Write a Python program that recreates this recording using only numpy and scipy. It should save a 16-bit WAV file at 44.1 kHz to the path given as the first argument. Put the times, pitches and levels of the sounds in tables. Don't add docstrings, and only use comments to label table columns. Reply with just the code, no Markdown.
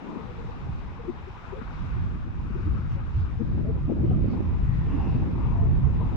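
import sys
import numpy as np
from scipy import signal
from scipy.fft import rfft, irfft, next_fast_len
from scipy.io import wavfile
from scipy.ndimage import map_coordinates

SR = 44100
rng = np.random.default_rng(int(sys.argv[2]) if len(sys.argv) > 2 else 0)


def transcribe(signal):
    frames = np.atleast_2d(signal).T
    limited = np.clip(frames, -1, 1)
    pcm = np.round(limited * 32767).astype(np.int16)
    wavfile.write(sys.argv[1], SR, pcm)


N = 271656
TIME = np.arange(N) / SR
SIZE = next_fast_len(N)
FREQS = np.maximum(np.arange(SIZE // 2 + 1) * SR / SIZE, 1)

# time_s, level_db
BREEZE_CURVE = [(0, -57.5), (.15, -48.5), (.28, -37), (.65, -33.5), (1.4, -41), (2.1, -28.5), (2.45, -30.5),
                (2.75, -29), (3.0, -33), (3.8, -29), (4.1, -27), (5.0, -25.5), (6.16, -24.5)]
# time_s, relative_db
FOAM_CURVE = [(0.0, -57.5), (.5, -57), (1.05, -59), (1.78, -56), (2.3, -60.5), (2.7, -59), (3.15, -59),
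              (3.6, -61), (4.1, -62), (4.5, -59.5), (4.8, -57.5), (5.3, -58), (5.8, -60), (6.16, -57)]


def from_db(db):
    return 10 ** (np.asarray(db) / 20)


def rms_one(x):
    return x / np.sqrt(np.mean(x ** 2) + 1e-20)


def panned(level_db, pan_db):
    return from_db(level_db + pan_db * np.array([[.5], [-.5]]))


def together(gains):
    return np.sqrt(sum(gain ** 2 for gain in gains))


def in_time(curve):
    return np.interp(TIME, *np.transpose(curve))


def swell(peak_s, half_length_s):
    return np.exp(-np.minimum(((TIME - peak_s) / half_length_s) ** 2, 60))


def surge(peak_s, hold_s, attack_s, release_s):
    tail = np.exp(-np.maximum(TIME - peak_s - hold_s, 0) / release_s)
    return np.where(TIME < peak_s, swell(peak_s, attack_s), tail)


def puffs(rows):
    return [panned(db, pan_db) * swell(peak_s, half_s) for peak_s, db, pan_db, half_s in rows]


def white():
    return rng.standard_normal((2, SIZE))


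def centred_noise(share):
    return np.sqrt(share) * white()[0] + np.sqrt(1 - share) * white()


def drift(rate):
    pole = np.exp(-80 * np.pi * rate / SR)
    noise = rng.standard_normal(N // 40 + 2002)
    slow = signal.lfilter([1], [1, -2 * pole, pole * pole], noise)[2000:]
    return np.interp(np.arange(N) / 40, np.arange(len(slow)), rms_one(slow))


def delayed(x, lag_s):
    return map_coordinates(x, [(TIME - lag_s) * SR], order=3, mode="wrap")


def coloured(x, spectrum):
    hz, *columns = np.transpose(spectrum)
    gain = from_db([np.interp(np.log(FREQS), np.log(hz), db) for db in columns])
    rolloff = 1 / (1 + (FREQS / (1.5 * hz[-1])) ** 4)
    return rms_one(irfft(rfft(x, SIZE) * gain * rolloff, SIZE)[:, :N])


def churn(x, patchy_db, rate, bands=12):
    place = np.interp(np.log(FREQS), np.log([600, 9000]), [0, bands - 1])
    spectrum, out = rfft(x, SIZE), 0
    for k in range(bands):
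        band = irfft(spectrum * np.maximum(1 - abs(place - k), 0), SIZE)[:, :N]
        out += band * from_db(patchy_db * drift(rate))
    return rms_one(out)


def pops(per_s, spread_db):
    sizes = from_db(spread_db * np.minimum(rng.exponential(1, (2, SIZE)), 5))
    return rms_one(sizes * np.sign(white()) * (rng.random((2, SIZE)) < per_s / SR))


def gusts():
    # freq_hz, relative_db
    boom_eq = [(15, -27.5), (35, -15), (55, 1), (78, 2.5), (120, 3), (170, -4), (240, -18), (350, -37.5),
               (600, -53.5)]
    # peak_s, level_db, pan_db, half_length_s
    blows = [(.73, -34, -3, 0.12), (2.04, -34.5, -7.5, 0.12), (2.76, -26.5, 0, 0.073),
             (2.87, -31.5, 9, 0.21), (3.19, -34.5, -7, 0.066), (3.58, -28, 6.5, 0.27),
             (4.1, -26.5, 1.5, 0.17), (4.23, -32, -10, 0.029), (4.63, -26, 9, 0.035),
             (4.82, -30.5, 3.5, 0.13), (5.18, -26, 6, 0.12), (5.47, -23, 8, 0.062), (5.7, -21, -4.5, 0.14),
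             (5.84, -24.5, -11.5, 0.075), (6.0, -23.5, 3.5, 0.1)]
    return coloured(white(), boom_eq) * together(puffs(blows))


def rumble():
    # freq_hz, relative_db
    rumble_eq = [(10, -19), (22, -2), (45, 2), (70, 2), (115, -2), (170, -6.5), (240, -18), (350, -34),
                 (600, -55.5)]
    low_end = coloured(white(), rumble_eq)
    unsteady_db = 2.18 * np.array([drift(7.4), drift(4.3)])
    return low_end * from_db(in_time(BREEZE_CURVE) + unsteady_db)


def flutter(below_db=-14, breeze_follow=0.7):
    # freq_hz, relative_db
    flutter_eq = [(100, -17), (180, 4.5), (250, 2), (340, -2), (450, -13), (620, -18), (900, -33.5),
                  (1500, -40.5), (3000, -56)]
    # peak_s, level_db, pan_db, half_length_s
    buffets = [(.13, -35, 3.5, 0.11), (2.745, -39, 1.5, 0.073), (3.43, -41, -1.5, 0.054),
               (3.63, -32.5, 2, 0.16), (3.91, -27, 4, 0.034), (3.98, -30.5, -1, 0.077),
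               (4.11, -29.5, 0, 0.15), (4.33, -30.5, -4, 0.2), (5.0, -34.5, -7.5, 0.14),
               (5.245, -33, -6, 0.21), (5.68, -36, 5, 0.14), (6.1, -37, -3.5, 0.2)]
    breeze_db = in_time(BREEZE_CURVE)
    mean_db = breeze_db.mean()
    bed_db = mean_db + below_db + breeze_follow * (breeze_db - mean_db)
    bed = panned(bed_db, pan_db=4.5)
    bursts = from_db(3.0 * np.array([drift(31), drift(95)]))
    flapping = rms_one(coloured(white(), flutter_eq) * bursts)
    return flapping * together(puffs(buffets) + [bed])


def throbs(waver=.18):
    # peak_s, pitch_hz, rise_hz_per_s, level_db, pan_db, half_length_s
    eddies = [(2.024, 71.6, 12, -31, 4, 0.072), (2.71, 76.46, -0.5, -28, 11, 0.052),
              (3.194, 82.5, 1, -23.5, -2, 0.085), (4.11, 151.6, 1.5, -25.5, -0.5, 0.13),
              (4.235, 108.3, 0, -21.5, -14.5, 0.035), (4.667, 84.4, 651.5, -25.5, 10.5, 0.079),
              (5.69, 70.2, -100, -26, -5.5, 0.19), (5.84, 125.6, -2, -23, -13, 0.038)]
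    unsteady, out = 1 + waver * drift(24.95), 0
    for peak_s, hz, rise, db, pan_db, half_s in eddies:
        cycles = np.cumsum((hz + rise * (TIME - peak_s)) * unsteady) / SR + rng.random()
        out += panned(db, pan_db) * swell(peak_s, half_s) * np.sin(2 * np.pi * cycles)
    return out


def thumps(pitch_hz=396, half_length_s=.0015):
    # time_s, level_db, pan_db
    knocks = [(.92, -38, -3), (.952, -41, 0), (3.764, -33.5, 13), (3.9, -25, 10), (3.92, -21.5, 5),
              (4.069, -32.5, 5), (4.112, -27, 2), (4.245, -30, 19), (5.842, -39, 0)]
    out = 0
    for time_s, db, pan_db in knocks:
        tone = np.sin(2 * np.pi * pitch_hz * (TIME - time_s))
        out += panned(db, pan_db) * swell(time_s, half_length_s) * tone
    return out


def burbles(waver=.028, far_port_db=-19.5):
    # peak_s, pitch_hz, level_db, half_length_s, port (0 left, 1 right)
    notes = [(.2, 457, -38.5, 0.031, 0), (.295, 496, -39.5, 0.025, 0), (.4, 470, -39, 0.036, 0),
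             (.494, 487, -36, 0.012, 0), (1.004, 465, -33.5, 0.013, 0), (1.063, 471, -37, 0.016, 0),
             (1.093, 343, -20, 0.013, 0), (1.1, 242.6, -26.5, 0.01, 0), (1.283, 369, -33.5, 0.013, 0),
             (1.535, 399, -26, 0.0086, 0), (1.562, 525, -38, 0.033, 0), (1.591, 439, -35.5, 0.025, 0),
             (1.62, 238, -26, 0.007, 0), (1.972, 360, -37, 0.0094, 0), (2.505, 418, -39.5, 0.0079, 0),
             (2.56, 366, -26.5, 0.0079, 0), (2.602, 345, -33, .008, 0), (2.62, 400, -42, 0.017, 0),
             (2.677, 305.6, -27.5, 0.015, 0), (2.979, 538, -41, 0.022, 0), (3.41, 482, -30.5, 0.015, 0),
             (3.414, 237, -19, 0.013, 0), (3.424, 320, -29, 0.015, 0), (3.659, 620, -37, 0.014, 0),
             (3.69, 665, -41, .03, 1), (3.698, 458, -26.5, 0.014, 0), (3.9, 252, -22, 0.016, 0),
             (3.905, 690, -35.5, 0.017, 0), (3.903, 805, -38.5, 0.0076, 0), (3.921, 320, -17.5, 0.009, 0),
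             (4.044, 329, -18.5, 0.013, 0), (4.116, 730, -33.5, 0.0082, 0), (4.135, 1226, -45, 0.033, 0),
             (4.336, 256, -25.5, 0.016, 1), (4.946, 281.6, -21.5, 0.021, 1), (5.609, 676, -39, 0.058, 0),
             (5.64, 444, -35, 0.024, 0)]
    wavering_time = np.cumsum(1 + waver * drift(39.9)) / SR
    out = np.zeros((2, N))
    for peak_s, hz, db, half_s, port in notes:
        tone = np.sin(2 * np.pi * (hz * wavering_time + rng.random()))
        out[int(port)] += from_db(db) * swell(peak_s, half_s) * tone
    return out + from_db(far_port_db) * out[::-1]


def foam(trim_db=6.5, crackle_db=-10.5, bleed_db=-19.5, bleed_top_hz=4800, lag_s=.00024):
    # freq_hz, left_relative_db, right_relative_db
    foam_eq = [(200, 2.5, 3), (603, -8, 4.5), (1140, 3.5, 1.5), (1750, -1, -3), (2150, -1.5, -3),
               (2520, 0.5, -4.5), (3060, -8.5, -9.5), (3330, -9.5, -11), (3710, -8, -11),
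               (4210, -15.5, -18), (4950, -16.5, -18.5), (5930, -19, -23), (6470, -26.5, -22.5),
               (7420, -25, -28.5), (8440, -37, -36.5), (10400, -40.5, -41), (15000, -39.5, -39)]
    ends = rfft(white())
    crossing = np.exp(-2j * np.pi * FREQS * lag_s) / (1 + (FREQS / bleed_top_hz) ** 4)
    hiss = irfft(ends + from_db(bleed_db) * crossing * ends[::-1], SIZE)
    crackle = from_db(crackle_db) * pops(per_s=3100, spread_db=3.0)
    fizz = churn(coloured(hiss + crackle, foam_eq), patchy_db=1.16, rate=6.2)
    return from_db(in_time(FOAM_CURVE) + trim_db) * fizz


def splashes(trim_db=-2.0):
    # peak_s, left_relative_db, right_relative_db, centre_hz, half_length_s, width_ratio
    bands = [(0.087, -50, -60, 660, 0.15, 0.14), (0.247, -77, -66, 3700, .42, .15),
             (1.3, -64.5, -66, 2380, .4, 0.094), (1.8, -68.5, -72, 3750, .2, 0.097),
             (2.243, -62, -70, 1660, .2, 0.063), (2.594, -60, -62, 2520, 0.18, 0.1),
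             (2.62, -71.5, -69.5, 4400, 0.11, 0.28), (2.932, -65, -67, 4400, .04, 0.29),
             (2.935, -67, -60, 2850, 0.044, .1), (3.196, -66, -64, 3600, .065, 0.29),
             (4.1, -63, -64, 2930, 0.074, .1), (4.32, -63, -67, 4370, .05, 0.15),
             (4.38, -59, -67, 2350, 0.21, 0.12), (4.762, -54, -54.5, 1900, 0.16, 0.087),
             (5.472, -54.5, -60.5, 2470, 0.067, 0.13), (5.648, -65, -58, 1790, 0.18, 0.072)]
    drops, out = pops(per_s=9000, spread_db=1.0)[:, :N], 0
    for peak_s, left_db, right_db, hz, half_s, width in bands:
        band = signal.butter(2, [hz / (1 + width), hz * (1 + width)], "band", fs=SR, output="sos")
        splash = rms_one(signal.sosfilt(band, drops))
        out += splash * swell(peak_s, half_s) * from_db([[left_db], [right_db]])
    return from_db(trim_db) * out


def wash(share=0.51, right_lag_s=.00014, right_db=-14.5, backwash_db=3.5):
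    # freq_hz, relative_db
    wash_eq = [(600, -24.5), (950, -3), (1200, 4), (1500, 0.5), (1750, -9.5), (2200, -28), (4000, -49.5)]
    # peak_s, hold_s, left_level_db
    run_ups = [(1.475, 0.3, -48.5), (2.556, 0.11, -49), (4.197, 0.75, -58)]
    runs = [from_db(db) * surge(peak_s, hold_s, attack_s=.14, release_s=.7)
            for peak_s, hold_s, db in run_ups]
    backwash = from_db(in_time(FOAM_CURVE) + backwash_db)
    source = white()[0]
    arrivals = np.array([source[:N], delayed(source, right_lag_s)])
    rush = coloured(np.sqrt(share) * arrivals + np.sqrt(1 - share) * white()[:, :N], wash_eq)
    small_surges = from_db(2.16 * drift(27.0))
    return rush * together(runs + [backwash]) * small_surges * from_db([[0], [right_db]])


def plunges(width_hz=290):
    # peak_s, hold_s, level_db, pan_db, pitch_hz, fall_hz_per_s
    clouds = [(4.908, 0.17, -48.5, 4.5, 1058, 1100), (4.916, .18, -61.5, 8, 2776, 650),
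              (5.381, 0.2, -53.5, 15, 974, 700)]
    narrow = signal.butter(2, width_hz / 2, fs=SR, output="sos")
    slow_a, slow_b = rms_one(signal.sosfilt(narrow, white()[:, :N]))
    out = 0
    for peak_s, hold_s, db, pan_db, hz, fall in clouds:
        phase = 2 * np.pi * np.cumsum(hz - fall * (TIME - peak_s)) / SR
        band = slow_a * np.cos(phase) + slow_b * np.sin(phase)
        out += band * panned(db, pan_db) * surge(peak_s, hold_s, attack_s=.024, release_s=.14)
    return out


def crash(peak_s=4.91, echo_lags_s=(.0014, .0016), echo_db=-2):
    # freq_hz, relative_db
    crash_eq = [(700, -3), (1030, 1), (1350, -5), (1650, 14), (2200, -6), (2500, -7), (2780, -2),
                (3050, -13), (3550, -6), (4100, -28.5), (6000, -38)]
    extra_lag_s = .0003 * (TIME - peak_s)
    combed = [side[:N] + from_db(echo_db) * delayed(side, lag_s + extra_lag_s)
              for side, lag_s in zip(centred_noise(share=.5), echo_lags_s)]
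    envelope = surge(peak_s, hold_s=.12, attack_s=.024, release_s=.14)
    return coloured(np.array(combed), crash_eq) * panned(level_db=-55.5, pan_db=2.5) * envelope


def breakers(echo_s=.00099, echo_db=-7):
    # freq_hz, relative_db
    roar_eq = [(250, -2), (450, 9), (620, -3.5), (800, 3), (1000, 1), (1250, -6), (1800, -14), (2700, -26),
               (3700, -33.5), (5000, -45.5)]
    # peak_s, hold_s, level_db, pan_db
    waves = [(0.0, 0.13, -46, 10), (0.47, 0.5, -49.5, 7.5), (1.533, 0.16, -50, 5),
             (2.944, 0.13, -53.5, 7.5), (3.755, 0.042, -54.5, 10), (4.36, 0.21, -49, 4),
             (4.894, 0.26, -46.5, 5), (5.407, 0.22, -49.5, 11), (5.902, 0.3, -48, 11.5)]
    crests = [panned(db, pan_db) * surge(peak_s, hold_s, attack_s=.081, release_s=.48)
              for peak_s, hold_s, db, pan_db in waves]
    far_surf = panned(level_db=-57.5, pan_db=0.5)
    comb = 1 + from_db(echo_db) * np.exp(-2j * np.pi * FREQS * echo_s)
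    combed = irfft(rfft(centred_noise(share=.55)) * comb, SIZE)
    roar = churn(coloured(combed, roar_eq), patchy_db=3.5, rate=10.0)
    return roar * together(crests + [far_surf])


def scene():
    sea = breakers() + wash() + foam() + crash() + plunges() + splashes()
    wind = gusts() + rumble() + flutter() + throbs() + thumps() + burbles()
    return sea + wind


def record(dry):
    return signal.sosfilt(signal.ellip(10, .1, 80, 15100, fs=SR, output="sos"), dry)


dry = scene()
out = record(dry)
transcribe(out)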